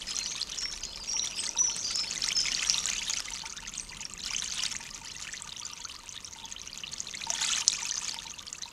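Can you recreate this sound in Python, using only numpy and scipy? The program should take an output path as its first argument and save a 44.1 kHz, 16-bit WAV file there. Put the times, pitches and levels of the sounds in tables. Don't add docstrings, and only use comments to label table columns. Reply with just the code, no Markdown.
import sys
import numpy as np
from scipy import signal
from scipy.fft import rfft, irfft
from scipy.io import wavfile
from scipy.ndimage import uniform_filter1d

SR = 44100
rng = np.random.default_rng(int(sys.argv[2]) if len(sys.argv) > 2 else 0)


def dump(signal):
    limited = np.clip(np.atleast_2d(signal).T, -1, 1)
    pcm = np.round(limited * 32767).astype(np.int16)
    wavfile.write(sys.argv[1], SR, pcm)


N = 384552

# (time [s], bubble peak [dB], bubble pitch [Hz], time to fade by 60 dB [ms], tick level before a boost [dB])
CLEAR_DROPS = [(0.1137, -29, 2960, 29, -51.0), (0.1661, -15.5, 5750, 6.2, -47.0),
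               (0.1883, -11.5, 6300, 2.7, -30.5), (0.26, -17, 4730, 4.2, -50.0),
               (0.3549, -27, 3500, 13.0, -53.0), (0.4156, -17.5, 4060, 11, -47),
               (0.429, -16, 4700, 6.1, -50), (0.4974, -28, 6000, 14, -56.0),
               (0.5197, -21, 5750, 4.3, -50.0), (0.534, -33, 2810, 27, -59.0),
               (0.5869, -20, 6720, 8.1, -38), (0.6555, -25, 2050, 14, -39), (0.8518, -22.5, 6720, 9.3, -41),
               (1.1948, -16.5, 3890, 17, -45), (1.2489, -30, 3070, 19, -50),
               (1.2579, -19.5, 6850, 3.7, -43), (1.2723, -23.5, 3400, 17, -36),
               (1.3913, -22.5, 2970, 16.0, -47.5), (1.4547, -22.5, 6260, 11.0, -48.0),
               (1.4656, -21, 4420, 11, -49.0), (1.4916, -15.5, 5850, 7.0, -48),
               (1.574, -20.5, 3760, 13, -46.5), (1.5851, -27, 3700, 13, -55.0),
               (1.6987, -24, 2800, 10.2, -49.5), (1.7645, -20, 7900, 4.8, -29), (1.9575, -16, 6770, 7, -31),
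               (2.1581, -26, 3590, 13.0, -46.5), (2.178, -18.5, 6300, 9.2, -44),
               (2.221, -14.5, 5300, 6.2, -45), (2.2402, -13.0, 3960, 6.6, -42.0),
               (2.2793, -28.0, 1880, 29.0, -38), (2.2876, -11, 5320, 3.5, -35),
               (2.3055, -22.5, 2250, 19, -45), (2.319, -18.5, 2950, 18, -29),
               (2.3688, -15.5, 6500, 5.5, -30), (2.4158, -14, 5980, 3.6, -41.5),
               (2.4554, -22, 2250, 16, -46.0), (2.4675, -23, 3480, 13.0, -52.5),
               (2.4696, -22, 7270, 5.5, -41), (2.4829, -22.5, 2080, 30, -43.5),
               (2.5188, -14.5, 5400, 4.3, -38.5), (2.5487, -11.5, 4470, 5.1, -42),
               (2.5786, -34, 1780, 30.0, -51.0), (2.5926, -25, 2900, 17.0, -51.5),
               (2.6245, -21, 2410, 19, -49.0), (2.698, -3.5, 5330, 3, -27.5), (2.7434, -12, 4040, 6.1, -40),
               (2.7812, -16, 3590, 14, -28), (2.8568, -10, 7040, 2.7, -30),
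               (2.8687, -19.5, 3700, 7.4, -45.0), (2.8777, -17, 6720, 3.3, -34.5),
               (2.8859, -28.5, 1880, 26, -47.5), (2.9009, -12.5, 6220, 3.6, -26),
               (2.9329, -18, 6720, 6.8, -47), (2.9605, -29, 2480, 23, -49.0),
               (3.0163, -28.5, 2130, 22, -52.0), (3.098, -13.5, 6600, 2.7, -26),
               (3.1077, -16.5, 6500, 7.5, -40), (3.1354, -14.5, 4900, 4.6, -36),
               (3.139, -28.5, 2120, 25.0, -42.5), (3.2037, -18.5, 5200, 4.4, -26),
               (3.2835, -29.5, 2040, 26.0, -58.0), (3.3051, -23.5, 7280, 3, -35),
               (3.3596, -26, 4700, 5.6, -42), (3.4177, -26, 4370, 10.0, -53.5),
               (3.4546, -32, 2160, 38, -45.0), (3.5781, -31, 3600, 22.0, -52),
               (3.5841, -36.5, 1520, 58, -59.5), (3.6504, -32, 2630, 19.0, -60.0),
               (3.664, -36, 1810, 25, -55.5), (3.737, -32, 3570, 13.0, -51.0),
               (3.7804, -19, 6460, 6.4, -53), (3.7971, -21, 5980, 12.0, -53),
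               (3.9298, -38.0, 1870, 47, -65), (4.0066, -26, 6800, 10.0, -53),
               (4.0148, -26, 6130, 6.2, -49.5), (4.029, -33, 2320, 21.0, -55.5),
               (4.0523, -21.5, 5570, 13.0, -52), (4.1367, -21, 7270, 2.9, -50),
               (4.178, -27, 6460, 5.9, -52), (4.2379, -27, 5530, 7.7, -45.5), (4.243, -31.0, 3100, 29, -46),
               (4.2611, -18.5, 5150, 5.1, -38), (4.3337, -28.5, 2120, 40.0, -50.0),
               (4.3354, -21.0, 4920, 8.8, -44.0), (4.3478, -21, 2800, 15, -44.0),
               (4.3643, -14.5, 6300, 7.2, -44.5), (4.422, -20.5, 3770, 11, -38),
               (4.4434, -21, 6360, 7.4, -44.0), (4.5053, -23, 4700, 5.1, -49.0),
               (4.5152, -24, 6220, 6.7, -49.0), (4.5717, -27, 3590, 20, -47.5),
               (4.5936, -22.5, 2830, 21, -38), (4.622, -27.5, 2840, 29.0, -41),
               (4.6354, -16, 5980, 3.5, -25.5), (4.7507, -29, 1850, 26, -60.5),
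               (4.7655, -17.5, 6400, 4.6, -49.0), (4.9103, -28, 5030, 8.8, -53.5),
               (5.0727, -29.5, 4730, 8.3, -50.0), (5.1653, -27, 6400, 9.5, -52.0),
               (5.2703, -30, 2250, 19, -60.0), (5.2878, -32.5, 1650, 32, -63), (5.3337, -25, 6100, 10, -55),
               (5.3376, -31, 1700, 32, -56.0), (5.4212, -19, 7860, 2.2, -54), (5.4925, -27, 3870, 7.1, -41),
               (5.5203, -34, 3520, 21, -54.5), (5.5973, -26.5, 5930, 12.0, -55.0),
               (5.6317, -27.5, 4530, 9.7, -51.0), (5.653, -24.5, 6990, 11, -51),
               (5.7336, -26, 5700, 9.2, -56.5), (5.8412, -30, 6300, 9.6, -60.5),
               (5.8493, -24, 4370, 6.7, -54.5), (5.85, -36.5, 1270, 49, -57.0), (5.897, -31, 2700, 18, -55),
               (6.0917, -23.5, 6050, 5.8, -54.5), (6.163, -30, 3540, 12, -54),
               (6.1764, -25.5, 3580, 9.4, -54.5), (6.2462, -24.5, 5800, 6, -58.0),
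               (6.335, -26.5, 6500, 6.4, -55), (6.4553, -26, 6400, 6.4, -57.0),
               (6.5237, -21.5, 6460, 7.7, -54.0), (6.5633, -29, 2880, 17.0, -62.0),
               (6.5983, -31, 3890, 12.0, -59.0), (6.616, -23.5, 5900, 4.3, -54.5),
               (6.731, -25.5, 4650, 7.8, -57), (6.7755, -22.5, 6600, 4.9, -53.5),
               (6.8352, -25.5, 2870, 23, -57.0), (6.8418, -29, 2640, 22, -53.0),
               (6.8783, -28, 3610, 15, -46), (6.9325, -27, 4280, 18.0, -57.5),
               (6.9392, -20.5, 6600, 3.6, -53.0), (7.0038, -14, 6500, 3.8, -49),
               (7.0704, -26.5, 4000, 12, -50.0), (7.085, -30, 3480, 15, -55.0),
               (7.1378, -28.5, 3470, 14, -58.5), (7.145, -30.5, 1980, 41, -54.5),
               (7.1518, -21, 7270, 2.3, -48), (7.1717, -26, 4250, 18.0, -48),
               (7.2174, -27.5, 2250, 14, -49), (7.2384, -20.5, 3780, 10, -51.0),
               (7.3032, -9, 5900, 2.6, -23.5), (7.338, -14, 6720, 4.6, -48),
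               (7.3498, -26.5, 3200, 25.0, -41), (7.4431, -24.5, 2340, 22.0, -40.0),
               (7.4717, -23, 6600, 5.5, -47), (7.484, -25, 3240, 25.0, -51.0),
               (7.5341, -15, 3200, 8.4, -34), (7.549, -23, 3890, 20.0, -41), (7.575, -31.5, 1510, 44, -38),
               (7.6993, -20, 3700, 12.0, -39), (7.7194, -18.0, 3890, 7.1, -46.0),
               (7.73, -17, 6700, 3.5, -32), (7.7579, -23, 6400, 6.4, -47), (7.82, -23, 7270, 5.5, -47),
               (7.8307, -20, 5980, 11, -54.0), (7.852, -30.5, 2390, 41, -54.5),
               (7.9107, -16, 6060, 12.0, -48), (7.9199, -22, 6200, 7, -48), (7.9415, -18, 5900, 4.2, -49.0),
               (7.9751, -24, 4920, 8.8, -43.0), (8.0634, -29, 6500, 5.3, -52),
               (8.0944, -18.5, 4550, 4.8, -35), (8.144, -25, 5000, 3, -29), (8.188, -23, 3460, 11, -51.5),
               (8.3929, -26.5, 3460, 8.1, -47.0), (8.4815, -27, 4550, 8.6, -55.5),
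               (8.5291, -18, 6900, 3, -49), (8.6222, -21.5, 6060, 7.0, -46), (8.6336, -25.5, 3900, 18, -53)]
# (time [s], level [dB], start pitch [Hz], end pitch [Hz], length [s])
BIG_SPLAT = (7.6782, -2, 1500, 10000, .0036)
# (time [s], peak [dB], pitch [Hz])
HOLLOW_DROPS = [(0.35, -38, 1060), (1.141, -39.5, 896), (1.438, -47, 910), (1.559, -38, 923),
                (1.614, -36.5, 1030), (1.683, -39, 922), (2.328, -44, 1100), (2.45, -45.5, 930),
                (2.745, -42.5, 910), (3.096, -45, 880), (3.203, -44, 1174), (3.435, -36.5, 897),
                (4.004, -45, 906), (4.307, -46, 900), (4.602, -41, 1020), (4.73, -46, 904),
                (4.801, -40.5, 922), (5.438, -45, 1196), (5.937, -44, 1000), (6.359, -45, 883),
                (6.44, -42, 910), (7.268, -31, 915), (7.302, -34, 676), (7.332, -36.5, 910),
                (7.39, -43, 870), (7.415, -34.5, 890), (7.613, -39.5, 920), (7.779, -41, 1155),
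                (7.822, -36.5, 928), (8.018, -41.5, 964), (8.163, -40, 908), (8.253, -40, 916),
                (8.656, -39, 934)]
# (time [s], level of the small drops before a boost [dB])
WATER_STIR = [(0.0, -49.5), (0.92, -56), (1.34, -51), (1.65, -53), (2.5, -46), (3.06, -47), (3.47, -55.5),
              (4.19, -58), (4.26, -50), (4.66, -46.5), (4.83, -55), (5.29, -55), (5.8, -57), (6.07, -59),
              (6.94, -57), (7.24, -54), (7.44, -43), (7.58, -44), (7.66, -50), (7.72, -45), (7.81, -49),
              (7.96, -48.5), (8.28, -56), (8.72, -60)]
# (frequency [Hz], relative level [dB])
SPRAY_COLOUR = [(350, -41), (600, -21.5), (727, -11), (1230, -7), (1610, -7.5), (2990, -0.5), (5400, -2),
                (6370, 2.5), (11200, -21.5), (16000, -37)]
# (start [s], end [s], start pitch [Hz], end pitch [Hz],
# level before waver, fade and mixing [dB], width of the buzz [Hz])
SONG_NOTES = [ (.07, .125, 5080, 5180, -39.5, 44), (.14, .24, 4170, 4195, -40, 31),
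              (.24, .28, 5800, 6100, -39.5, 270), (.28, .37, 6460, 6480, -41.5, 81),
              (.57, .61, 5560, 5290, -33, 330), (.61, .70, 5530, 5400, -34.5, 20),
              (.81, .93, 4260, 4240, -44.5, 24), (.81, .84, 5170, 4570, -39, 120),
              (.84, .885, 5150, 5080, -48, 150), (.915, .945, 5360, 4410, -41, 180),
              (.995, 1.025, 5250, 4540, -38.5, 180), (1.065, 1.19, 5597, 5690, -30.5, 23),
              (1.14, 1.25, 5830, 5790, -37, 210), (1.32, 1.43, 4880, 4870, -43.5, 165),
              (1.35, 1.39, 5250, 5250, -36.5, 190), (1.575, 1.66, 5890, 5920, -29.5, 19),
              (1.655, 1.69, 5910, 5220, -29, 51), (1.70, 1.735, 5910, 5400, -40.5, 92),
              (1.72, 1.76, 4230, 4400, -37, 120), (1.74, 1.92, 5880, 6130, -39.5, 580),
              (1.83, 1.875, 5030, 4440, -36, 68), (1.88, 1.92, 5000, 4700, -38, 610),
              (2.07, 2.095, 4170, 4900, -38, 53), (1.93, 2.03, 5240, 5180, -34.5, 180),
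              (2.11, 2.15, 6500, 6700, -51, 220), (2.345, 2.39, 5430, 5030, -28.5, 43),
              (2.385, 2.455, 5120, 4930, -36.5, 50), (2.55, 2.60, 5770, 5730, -38, 33),
              (2.65, 2.75, 5550, 5880, -34, 310), (2.78, 2.85, 5630, 5740, -41, 65), ]
# (start [s], end [s], start pitch [Hz], end pitch [Hz],
# level before waver, fade and mixing [dB], width of the buzz [Hz])
THIN_CALLS = [(1.375, 1.42, 8000, 8100, -38, 270), (1.42, 1.46, 8200, 8200, -43, 39),
              (1.40, 1.47, 8700, 7700, -47, 150), (3.75, 3.81, 7900, 8500, -46, 290),
              (3.815, 3.87, 8200, 8200, -49, 30), (3.80, 3.86, 8700, 8700, -51, 150)]
# (frequency [Hz], relative level [dB])
TOWN_COLOUR = [(12, -32), (20, 6), (65, -1), (177, -1), (802, -19), (923, -0.5), (1860, -12), (2670, -6.5),
               (5080, -16.5), (6360, -17.5), (9140, -22.5), (13900, -22), (16000, -63)]
# (time [s], wind buffet [dB], low traffic [dB], traffic hiss [dB])
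BREEZE_LEVELS = [(0.0, -55.5, -57.5, -58.5), (0.56, -61, -64, -59), (0.82, -46.5, -64, -59),
                 (1.26, -62, -59.5, -56.5), (2.53, -53.5, -55.5, -56), (3.52, -57.5, -61.5, -63),
                 (4.39, -56, -55.5, -61), (6.0, -66.5, -68, -66), (6.7, -64, -63, -64),
                 (7.3, -63, -57, -58), (7.9, -64, -61, -62), (8.72, -69, -67.5, -64)]

STEADY_HZ, CLIMB_PER_OCTAVE, CLIMB_SCATTER = 5020, 0.565, 0.41
HOLLOW_HZ, PLINK_MS, PLOP_MS = 916, 110, 59
ECHO_BLUR_S = 0.0055
TOWN_DB = -58
HISS_DB, EDGE_HZ = -75.5, 15900


def drops():
    rings, ticks = np.zeros(N), np.zeros(N)
    glides = rng.uniform(-1, 1, len(CLEAR_DROPS))
    for (s, db, hz, t60, tick_db), glide in zip(CLEAR_DROPS, glides):
        octaves_below = max(np.log2(STEADY_HZ / hz), 0)
        rise = hz * CLIMB_PER_OCTAVE * octaves_below * (1 + CLIMB_SCATTER * glide)
        add(rings, s, gain_of(db) * bubble(hz, rise / t60, 0.3 + 0.028 * t60, t60))
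        add(ticks, s, gain_of([tick_db]))
    s, db = BIG_SPLAT[:2]
    add(rings, s, gain_of(db) * splat())
    body = signal.butter(2, [700, 8500], "bandpass", fs=SR, output="sos")
    soft_top = signal.butter(2, 12000, fs=SR, output="sos")
    ticks = signal.sosfilt(np.vstack([body, soft_top]), ticks)
    return rings + gain_of(20) * ticks


def splat():
    _, _, lo_hz, hi_hz, length = BIG_SPLAT
    u = np.linspace(0, 1, round(length * SR))
    pitch = lo_hz + (hi_hz - lo_hz) * u ** 1.95
    return np.sin(np.pi * u ** 2.14) ** 4 * np.sin(2 * np.pi * np.cumsum(pitch) / SR)


def bubble(hz, climb, swell, t60):
    t = np.arange(round((swell + t60) * SR / 1000) + 20) * 1000 / SR
    pitch = np.clip(hz + climb * t, 300, .45 * SR)
    rise = np.sin(np.pi / 2 * np.clip(t / swell, 0, 1)) ** 2
    decay = gain_of(-60 * np.maximum(t - swell, 0) / t60)
    return np.sin(2 * np.pi * np.cumsum(pitch) / SR) * rise * decay


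def spray():
    stir_db = curve(WATER_STIR, order=1)
    thick = gain_of(.35 * (stir_db + 58))
    drift = uniform_filter1d(uniform_filter1d(rng.standard_normal(N), 450), 450)
    clumps = gain_of(4.0 * evened(drift))
    rings, patter = np.zeros(N), np.zeros(N)

    at, sizes = scatter(thick * clumps, 4.3, count=3600)
    for n, size, (pitch, cycles, glide, onset) in zip(at, sizes, rng.random((len(at), 4))):
        hz = 1000 * 11.0 ** pitch
        ring_ms = 1000 * (14 + 45 * cycles) / hz
        climb = hz * (1.24 * glide - .1) / ring_ms
        swell_ms = ring_ms * (0.0083 + 0.28 * onset)
        ring = bubble(hz, climb, swell_ms, ring_ms)
        add(rings, n / SR, size * np.sqrt(hz / ring_ms) * ring)

    at, sizes = scatter(thick * clumps, 3.9, count=900)
    patter[at] = sizes
    fizz = thick ** 1.1 * np.sqrt(clumps) * rng.standard_normal(N)
    heard_singly = (evened(rings) + gain_of(-4.5) * evened(patter)) / np.sqrt(thick)
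    mix = heard_singly + gain_of(-10.5) * fizz
    return gain_of(stir_db + 11.5) * evened(coloured(mix, SPRAY_COLOUR))


def scatter(chance, size_db, count):
    draws = rng.random((count, 2))
    at = np.searchsorted(np.cumsum(chance) / chance.sum(), draws[:, 0]).clip(0, N - 1)
    return at, gain_of(size_db * np.minimum(-np.log(draws[:, 1] + 1e-9), 3))


def hollow():
    out = np.zeros(N)
    for s, db, hz in HOLLOW_DROPS:
        ring_ms = PLINK_MS if abs(hz - HOLLOW_HZ) < 45 else PLOP_MS
        add(out, s, gain_of(db) * bubble(hz, 0.54, 2.6, ring_ms))
    at, sizes = scatter(np.ones(N), 4.0, count=200)
    for n, size, (pocket, detune) in zip(at, sizes, rng.random((len(at), 2))):
        hz = (905 if pocket < .6 else 1160) * (1 + .05 * detune)
        add(out, n / SR, gain_of(-55.5) * size * bubble(hz, 0.21, 5.8, 66))
    return out


def birds(notes):
    out = np.zeros(N)
    shake, waver = smooth_noise(350), smooth_noise(700)
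    for start, end, from_hz, to_hz, db, buzz_hz in notes:
        span = slice(round(start * SR), round(end * SR))
        u = np.linspace(0, 1, span.stop - span.start)
        pitch = from_hz + (to_hz - from_hz) * u + .5 * buzz_hz * shake[span]
        whistle = np.sqrt(2) * np.sin(2 * np.pi * np.cumsum(pitch) / SR)
        level = gain_of(db + 4.1 * waver[span] - 6.8 * u)
        add(out, start, level * whistle * signal.windows.tukey(len(u), .5))
    return out


def garden():
    hum = gain_of(TOWN_DB) * evened(coloured(rng.standard_normal(N), TOWN_COLOUR))
    hum += gain_of(-65.0) * band(63, 96)
    wind = gain_of(curve(BREEZE_LEVELS, order=1)) * band(26.4, 49.7)
    low_traffic = gain_of(curve(BREEZE_LEVELS, order=2)) * band(132.4, 228)
    traffic_hiss = gain_of(curve(BREEZE_LEVELS, order=3)) * band(177, 680)
    return hum + wind + low_traffic + traffic_hiss


def echoes(x, t60, start, count=4):
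    t = np.arange(round(t60 * SR)) / SR
    turn = np.arange(N) / SR * 23
    out = np.zeros(N)
    for k in range(count):
        tail = rng.standard_normal(len(t)) * gain_of(-60 * t / t60) * (t > start)
        window = np.cos(np.pi / 2 * np.clip((turn - k) % count - count / 2, -1, 1))
        out += signal.oaconvolve(x * window, tail / np.linalg.norm(tail))[:N]
    return out


def band(lo_hz, hi_hz):
    sos = signal.butter(2, [lo_hz, hi_hz], "bandpass", fs=SR, output="sos")
    return evened(signal.sosfilt(sos, rng.standard_normal(N)))


def smooth_noise(size):
    return evened(signal.oaconvolve(rng.standard_normal(N), np.hanning(size), "same"))


def coloured(x, points):
    hz, db = np.transpose(points)
    bins = np.fft.rfftfreq(len(x), 1 / SR)
    gain = gain_of(np.interp(np.log(bins + 1), np.log(hz + 1), db))
    return irfft(rfft(x) * gain, len(x))


def curve(rows, order):
    table = np.transpose(rows)
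    return np.interp(np.arange(N) / SR, table[0], table[order])


def add(mix, s, sound):
    part = mix[max(round(s * SR), 0):][:len(sound)]
    part += sound[:len(part)]


def gain_of(db):
    return 10 ** (np.asarray(db) / 20)


def evened(x):
    return x / np.sqrt(np.mean(x ** 2) + 1e-20)


def scene():
    water = drops() + spray() + hollow()
    song, calls = birds(SONG_NOTES), birds(THIN_CALLS)
    flicker = evened(1 + 0.52 * smooth_noise(round(ECHO_BLUR_S * SR)))
    mix = water + gain_of(-10.5) * echoes(water, 0.03, 0.00141)
    mix += gain_of(-17.5) * echoes(water, 0.44, 0.013, count=2)
    mix += gain_of(-0.5) * song + gain_of(1.5) * echoes(song * flicker, 0.39, 0.0017)
    mix += gain_of(2.0) * calls + gain_of(-4.0) * echoes(calls, 0.46, 0.0022)
    return (mix + garden())[None]


def record(dry):
    noisy = dry + gain_of(HISS_DB) * rng.standard_normal(dry.shape)
    lowpass = signal.firwin(255, EDGE_HZ, window=("kaiser", 9), fs=SR)
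    return signal.oaconvolve(noisy, lowpass[None], "same")


dry = scene()
out = record(dry)
dump(out)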